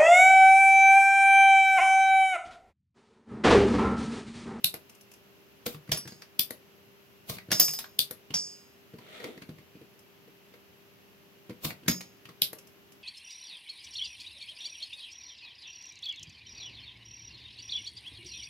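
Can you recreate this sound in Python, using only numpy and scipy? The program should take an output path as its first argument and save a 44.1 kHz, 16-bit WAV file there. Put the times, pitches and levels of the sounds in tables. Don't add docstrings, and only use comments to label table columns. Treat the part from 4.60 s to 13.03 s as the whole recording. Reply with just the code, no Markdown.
import sys
import numpy as np
from scipy import signal
from scipy.fft import rfft, irfft, next_fast_len
from scipy.io import wavfile
from scipy.ndimage import uniform_filter1d

SR = 44100
rng = np.random.default_rng(int(sys.argv[2]) if len(sys.argv) > 2 else 0)


def generate_wav(signal):
    frames = np.transpose(np.atleast_2d(signal))
    scaled = np.clip(frames, -1, 1) * 32767
    pcm = np.round(scaled).astype(np.int16)
    wavfile.write(sys.argv[1], SR, pcm)


N = 371763

# pitch_hz, level_db (per Hz)
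HISS_COLOUR = [(25, -50), (87, -12), (190, -11), (400, -14.5), (600, -18.5), (1330, -22), (2200, -22.5),
               (2800, -19.5), (3600, -26.5), (6050, -30.5), (9500, -42.5), (11500, -30.5), (13500, -30.5),
               (16000, -34)]
HISS_DB = -58.5
# pitch_hz, level_db (peak of the sine)
HUM_TONES = [(199.2, -69), (398.4, -62.5), (597.5, -75)]
# pitch_hz, likeness (0-1)
FAR_LIKENESS = [(100, 0.22), (400, 0.29), (800, 0), (2500, 0.05), (8000, 0), (11000, 0)]
# pitch_hz, likeness (0-1)
NEAR_LIKENESS = [(300, 0.85), (700, 0.5), (1500, 0.07), (12000, 0.3)]
# start_s, level_db
LATCH_CLICKS = [(0.0438, -11), (1.794, -11.5), (3.3908, -10.5), (7.8194, -13)]
# pitch_hz, level_db (per Hz)
LATCH_COLOUR = [(350, -53.5), (600, -15), (957, -27.5), (1130, -28.5), (1570, -14.5), (1980, -17),
                (2990, 1), (3500, 6), (4980, 0.5), (6920, -12.5), (11800, -1.5), (14900, -1), (16000, -39)]
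LATCH_THUD_DB, LATCH_THUD_HZ = -27.5, 160
# pitch_hz, level_db, ring_s (time to fall 60 dB)
BOARD_MODES = [(111.3, -8.5, 0.064), (143.7, -5, 0.17), (189.4, -1.5, 0.12), (235.6, -3.5, 0.087),
               (292.4, 0, 0.079), (342, -2.5, 0.056), (473, -1, 0.085), (593, -18.5, 0.2),
               (900, -17, 0.049)]
# start_s, level_db
SETTLES = [(0.141, -31.5), (1.907, -33), (3.51, -32.5), (7.931, -36)]
# pitch_hz, level_db (per Hz)
SETTLE_COLOUR = [(290, -16.5), (500, 1), (1060, -15), (1980, -8.5), (2850, -21), (3980, -13), (4600, -16),
                 (5470, -16.5), (8700, -20.5), (12100, -4.5), (16000, -34.5)]
SETTLE_THUD_DB, SETTLE_THUD_HZ = -8.5, 536
# start_s, crack_db, thud_db, thud_centre_hz, knock_hz
TAPS = [(0.1506, -46.5, -59, 258, 2600), (1.1459, -48.5, -39, 146, 1110), (1.2773, -55, -47, 423, 1590),
        (1.293, -45, -30.5, 139, 2200), (1.4552, -50, -39, 182, 1590), (1.5214, -47.5, -44, 195, 4730),
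        (1.621, -43, -58, 394, 5470), (2.7683, -47.5, -43, 167, 3900), (2.7846, -40.5, -61, 121, 2070),
        (2.8884, -58, -33, 124, 1580), (2.9068, -38, -30.5, 164, 4980), (3.243, -40.5, -62, 201, 1590),
        (3.706, -43.5, -33, 131, 2850), (4.339, -57, -35.5, 245, 1010), (4.3864, -49.5, -45.5, 188, 980),
        (4.6015, -45, -46, 506, 2010), (4.6419, -35.5, -33, 475, 2050), (4.7769, -49, -41, 368, 1950),
        (4.8208, -42, -38.5, 252, 2310), (4.8922, -49.5, -33, 172, 790), (4.9855, -52, -44, 157, 2120),
        (5.155, -61.5, -41.5, 212, 2480), (5.215, -60, -43, 239, 2800), (5.678, -64, -46, 370, 845),
        (5.9397, -52, -47, 482, 2090), (6.8962, -46.5, -33.5, 305, 944), (6.9059, -49.5, -33, 320, 2140),
        (7.106, -35.5, -36.5, 134, 2180), (7.262, -50.5, -39, 142, 1670), (7.2776, -45, -49, 199, 2100),
        (7.234, -57, -44.5, 250, 2800), (7.6549, -46, -48, 144, 2860), (7.6907, -46, -47, 203, 1130)]
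# pitch_hz, level_db (per Hz)
TAP_COLOUR = [(300, -22.5), (600, -5), (1000, -7), (2200, -6), (4000, -10), (5500, -4), (8000, -11),
              (12000, -9), (15300, -16), (16000, -23.5)]
TAP_TREBLE_DB = -10.5
# start_s, level_db
TICKS = [(0.2965, -50.5), (0.3502, -55.5), (0.411, -52), (0.5167, -51.5), (0.5378, -52), (5.392, -57),
         (7.9866, -47), (8.0724, -54.5), (8.322, -54.5)]
TICK_TREBLE_DB, TICK_KNOCK_HZ = 5.5, 2770
# start_s, crack_db, thud_db, thud_centre_hz,
# air_swell_s, air_peak_db, air_hold_db, air_hold_s
RELEASES = [(1.063, -33.5, -24, 496, 0.019, -25.5, -51.5, 0.085),
            (2.697, -32.5, -26.5, 115.4, 0.059, -34, -45.5, 0.058),
            (7.0487, -31.5, -22.5, 123, 0.058, -28, -44, 0.049)]
# pitch_hz, level_db (per Hz)
AIR_COLOUR = [(410, -1), (700, 0.5), (798, -4), (1600, -7.5), (1800, -35.5), (2020, -5.5), (3500, -2.5),
              (8990, -11.5), (14600, -2), (16000, -9.5)]
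RELEASE_TREBLE_DB, RELEASE_KNOCK_HZ = 0.5, 3910
AIR_LAG_S, AIR_DROP_S, AIR_FADE_S = .004, 0.01, 0.015
AIR_SWELL_DB, AIR_FADE_DB = 51.5, 27.5
# start_s, crack_db, thud_db, thud_centre_hz, hardness_db (as treble),
# knock_hz, barrel_ring_db, rod_ring_db, tip_ring_db, ring_length (0-1, shortens the ring)
CLANGS = [(1.3175, -23.5, -23, 126, -1, 3370, -17, -25, -54, 0.46),
          (1.3723, -36, -37, 210, -1, 2900, -34, -47, -28, 1),
          (1.476, -40, -38, 190, -4.5, 1590, -45, -42.5, -65, 1),
          (2.9161, -20, -26.5, 190, -2, 1850, -20.5, -19, -52, 0.98),
          (2.9978, -19.5, -30, 190, 2, 4400, -12.5, -13.5, -33, 0.87),
          (3.0814, -35, -36.5, 151, -21, 2590, -25.5, -24, -26.5, 0.17),
          (3.1357, -37, -56, 156, 3, 4270, -34.5, -30, -64, 0.35),
          (3.1888, -30, -63, 584, 4, 3800, -50, -45, -47, 1),
          (3.7401, -30.5, -34, 185, -10.5, 3480, -17.5, -22, -18, 1),
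          (7.2815, -18, -9.5, 200, -0.5, 2060, -26, -17.5, -55, 0.59),
          (7.4076, -38, -49, 113, -5, 2300, -48, -44, -71, 0.9)]
METAL_HZ = [4910, 5012, 5084, 5405, 5657, 6378, 6593, 6652, 7985, 9786, 9847, 10600, 12056, 12113, 14845]
# level_db, ring_s (time to fall 60 dB at full ring_length)
METAL_MODES = [(-12, 0.5), (-17, 0.2636), (-10.5, 0.64), (-11, 0.073), (-7, 0.34), (-7.5, 0.11),
               (-18, 0.46), (-13.5, 0.57), (-27, 0.67), (-24.5, 0.58), (-28, 0.62), (2.5, 0.098), (-29, 1),
               (-11.5, 0.33), (-2, 0.053)]
METAL_PART = [0, 0, 1, 0, 0, 1, 1, 1, 0, 0, 0, 2, 1, 1, 0]
GRIP_S = [1.62, 3.19, 4.2, 7.41]
REACH_PER_OCTAVE, REACH_KNEE_HZ = 4.3, 7660
# pitch_hz, level_db (per Hz)
RATTLE_COLOUR = [(500, -6.5), (1000, -12.0), (3000, -4.0), (5000, -5.0), (8000, -17.5)]
RATTLE_DB = -10
# start_s, level_db, rumble_db
RUBS = [(4.4, -65, -62), (4.55, -49, -60.5), (4.668, -52.5, -43), (4.78, -62.5, -64)]
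# pitch_hz, level_db (per Hz)
RUB_COLOUR = [(350, -17), (600, 1.5), (1070, -12), (1310, 0.5), (1550, -7), (2090, 0.5), (2500, -5),
              (3590, -2.5), (4990, -17), (9000, -22.5), (11700, -28), (19800, -120)]
# pitch_hz, level_db (per Hz)
RUMBLE_COLOUR = [(40, -46), (90, -17), (200, 1), (450, 3.5), (800, -10.5), (1600, -32)]
# pitch_hz, ring_s (time to fall 60 dB)
ROOM_T60 = [(200, 0.32), (1000, 0.18), (4000, 0.16), (12000, .16)]
ROOM_DB = -6
# pitch_hz, left_minus_right_db
PORT_DB = [(200, 1), (1500, 0), (4000, -0.5), (8000, -2.5), (12000, 12), (15000, 0.5)]
PORT_LAG_S = .00007
TOP_HZ = 15700


def undb(db):
    return 10 ** (np.asarray(db) / 20)


def along(table, hz):
    f, v = np.transpose(table)
    return np.interp(np.log(np.maximum(hz, 1)), np.log(f), v)


def curve(table):
    s, *columns = np.transpose(table)
    t = np.arange(N) / SR
    return [undb(np.interp(t, s, column, -200, -200)) for column in columns]


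def add(out, x, s):
    i = int(s * SR)
    out[:, i:i + x.shape[1]] += x[:, :N - i]


def noise(colour, likeness, size):
    n = next_fast_len(size)
    hz = np.fft.rfftfreq(n, 1 / SR)
    alike = np.clip(along(likeness, hz), 0, 1)
    mid, side = rfft(rng.standard_normal((2, n))) * np.sqrt([1 + alike, 1 - alike])
    left_right = mid + side * np.array([[1], [-1]])
    x = irfft(left_right * undb(along(colour, hz)), n)[:, :size]
    return x / x.std()


def flutter(shape, hold):
    rows, size = shape
    steps = np.repeat(rng.standard_normal((rows, size // hold + 1)), hold, axis=1)
    return 1.2 * uniform_filter1d(steps, size=hold)[:, :size]


def click(colour, size):
    log_spectrum = np.log(undb(along(colour, np.fft.rfftfreq(size, 1 / SR))))
    cepstrum = irfft(log_spectrum, size)
    cepstrum[1:size // 2] *= 2
    cepstrum[size // 2 + 1:] = 0
    x = irfft(np.exp(rfft(cepstrum)), size)
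    return x / np.abs(x).max()


def crack(colour, rise_s, fall_s, click_db, treble_db=0, knock_hz=3500, knock_db=0):
    hz = np.geomspace(300, 16000, 80)
    knock = knock_db * np.exp(-(np.log2(hz / knock_hz) / 0.21) ** 2)
    db = along(colour, hz) + treble_db * (hz > 5000) + knock
    colour = list(zip(hz, db))
    lead = int(.006 * SR)
    t = (np.arange(2048) - lead) / SR
    swell = np.exp(np.minimum(t / rise_s, -t / fall_s))
    scrape = noise(colour, NEAR_LIKENESS, len(t)) * swell
    snap = undb(click_db) * click(colour, len(t))
    return scrape + [np.roll(snap, lead), np.roll(snap, lead + int(PORT_LAG_S * SR))]


def ring(hz, db, t60, scatter_db, detune, rise_s, size, rough_db=1.7):
    chance, t = rng.standard_normal((2, len(hz), 1)), np.arange(size) / SR
    db = db[:, None] + scatter_db * chance[0] + rough_db * flutter((len(hz), size), 400)
    gain = undb(db - 60 * t / t60[:, None]) * (1 - np.exp(-t / rise_s))
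    turn = 2 * np.pi * hz[:, None] * (1 + detune * chance[1])
    late = np.minimum(turn * PORT_LAG_S, np.pi / 2)
    return np.array([(gain * np.sin(turn * t - lag)).sum(0) for lag in (0, late)])


def thud(db, centre_hz, rise_s, spread_db=7.0):
    hz, mode_db, t60 = np.transpose(BOARD_MODES)
    favoured_db = db + mode_db - spread_db * np.abs(np.log2(hz / centre_hz))
    return ring(hz, favoured_db, t60, 2.3, 0.04, rise_s, size=9000)


def background():
    t = np.arange(N) / SR
    hum = sum(undb(db) * np.sin(2 * np.pi * hz * t) for hz, db in HUM_TONES)
    return undb(HISS_DB) * noise(HISS_COLOUR, FAR_LIKENESS, N) + hum


def latch_clicks(pump, board):
    for s, db in LATCH_CLICKS:
        add(pump, undb(db) * crack(LATCH_COLOUR, .0011, .0013, 12.), s - .005)
        add(board, thud(db + LATCH_THUD_DB, LATCH_THUD_HZ, 0.00082), s)


def room():
    t, out = np.arange(int(.3 * SR)) / SR, 0
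    for hz in 125 * 2. ** np.arange(8):
        edges = [hz / 2 ** .5, min(hz * 2 ** .5, .45 * SR)]
        band = signal.butter(2, edges, "band", fs=SR, output="sos")
        burst = noise([(20, 0), (20000, 0)], NEAR_LIKENESS, len(t))
        out = out + signal.sosfilt(band, burst) * undb(-60 * t / along(ROOM_T60, hz))
    out = out * (1 - np.exp(-t / 0.0046)) ** 2
    return undb(ROOM_DB) * out / np.sqrt((out ** 2).sum(1, keepdims=True))


def plunger_settles(tools, board):
    for s, db in SETTLES:
        add(tools, undb(db) * crack(SETTLE_COLOUR, 0.00144, 0.0044, 11.3), s - .005)
        add(board, thud(db + SETTLE_THUD_DB, SETTLE_THUD_HZ, 0.00047), s)


def tap(db, treble_db, knock_hz):
    return undb(db) * crack(TAP_COLOUR, 0.0024, 0.0074, 9.7, treble_db, knock_hz, 10.4)


def tool_taps(tools, board):
    for s, db, thud_db, thud_hz, knock_hz in TAPS:
        add(tools, tap(db, TAP_TREBLE_DB, knock_hz), s - .005)
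        add(board, thud(thud_db, thud_hz, 0.0021), s - .002)


def bright_ticks(tools):
    for s, db in TICKS:
        add(tools, tap(db, TICK_TREBLE_DB, TICK_KNOCK_HZ), s - .005)


def suction():
    level = 0
    for s, _, _, _, swell_s, peak_db, hold_db, hold_s in RELEASES:
        s = s + AIR_LAG_S
        puff = [(s - swell_s, peak_db - AIR_SWELL_DB),
                (s, peak_db),
                (s + AIR_DROP_S, hold_db),
                (s + hold_s, hold_db),
                (s + hold_s + AIR_FADE_S, hold_db - AIR_FADE_DB)]
        level = level + curve(puff)[0]
    return level * noise(AIR_COLOUR, FAR_LIKENESS, N)


def release_knocks(tools, board):
    for s, db, thud_db, thud_hz, *_ in RELEASES:
        add(tools, tap(db, RELEASE_TREBLE_DB, RELEASE_KNOCK_HZ), s - .005)
        add(board, thud(thud_db, thud_hz, 0.0043), s - .002)


def rattle(t60):
    t = np.arange(9000) / SR
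    chatter = noise(RATTLE_COLOUR, NEAR_LIKENESS, len(t))
    return chatter * undb(5.5 * flutter((1, len(t)), 100) - 60 * t / t60)


def clangs(tools, board, barrel):
    hz, (mode_db, t60) = np.array(METAL_HZ), np.transpose(METAL_MODES)
    t = np.arange(22000) / SR
    octaves = np.maximum(np.log2(hz / REACH_KNEE_HZ), 0)
    for s, db, thud_db, thud_hz, hard_db, knock_hz, *part_db, length in CLANGS:
        add(tools, undb(db) * crack(TAP_COLOUR, 0.0015, 0.0059, 1.6, hard_db, knock_hz, 8.3), s - .005)
        add(tools, undb(db + RATTLE_DB) * rattle(0.14), s)
        ring_db = mode_db + np.take(part_db, METAL_PART) + REACH_PER_OCTAVE * hard_db * octaves
        grip_s = min([g for g in GRIP_S if g > s + .02] + [s + 1]) - s
        choke = undb(-300 * np.maximum(t - grip_s, 0))
        add(barrel, choke * ring(hz, ring_db, t60 * length, 1.0, 0.000094, 0.0014, len(t)), s)
        add(board, thud(thud_db, thud_hz, 0.0042, spread_db=15.0), s)


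def iron_rub():
    rub, rumble = curve(RUBS)
    steps = np.repeat(rng.standard_normal(N // 128 + 1), 128)
    grains = undb(2.5 * uniform_filter1d(steps, size=64)[:N])
    shake = noise(RUMBLE_COLOUR, NEAR_LIKENESS, N)
    return rub * grains * noise(RUB_COLOUR, FAR_LIKENESS, N) + rumble * shake


def scene():
    pump, tools, board, barrel = np.zeros((4, 2, N))
    latch_clicks(pump, board)
    plunger_settles(tools, board)
    tool_taps(tools, board)
    bright_ticks(tools)
    release_knocks(tools, board)
    clangs(tools, board, barrel)
    pump = pump + suction() + iron_rub()
    board = signal.sosfilt(signal.butter(5, 68, "high", fs=SR, output="sos"), board)
    wet = pump + undb(-1.0) * tools + undb(-7) * board + undb(-8) * barrel
    echo = signal.fftconvolve(wet, room(), axes=1)[:, :N]
    mix = pump + tools + board + barrel + echo + background()
    n = next_fast_len(N)
    lean_db = along(PORT_DB, np.fft.rfftfreq(n, 1 / SR)) / 2
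    return irfft(rfft(mix, n) * undb([lean_db, -lean_db]), n)[:, :N]


def record(dry):
    rounded = .72 * np.tanh(dry / .72)
    return signal.sosfilt(signal.ellip(6, .3, 60, TOP_HZ, fs=SR, output="sos"), rounded)


dry = scene()
out = record(dry)
generate_wav(out)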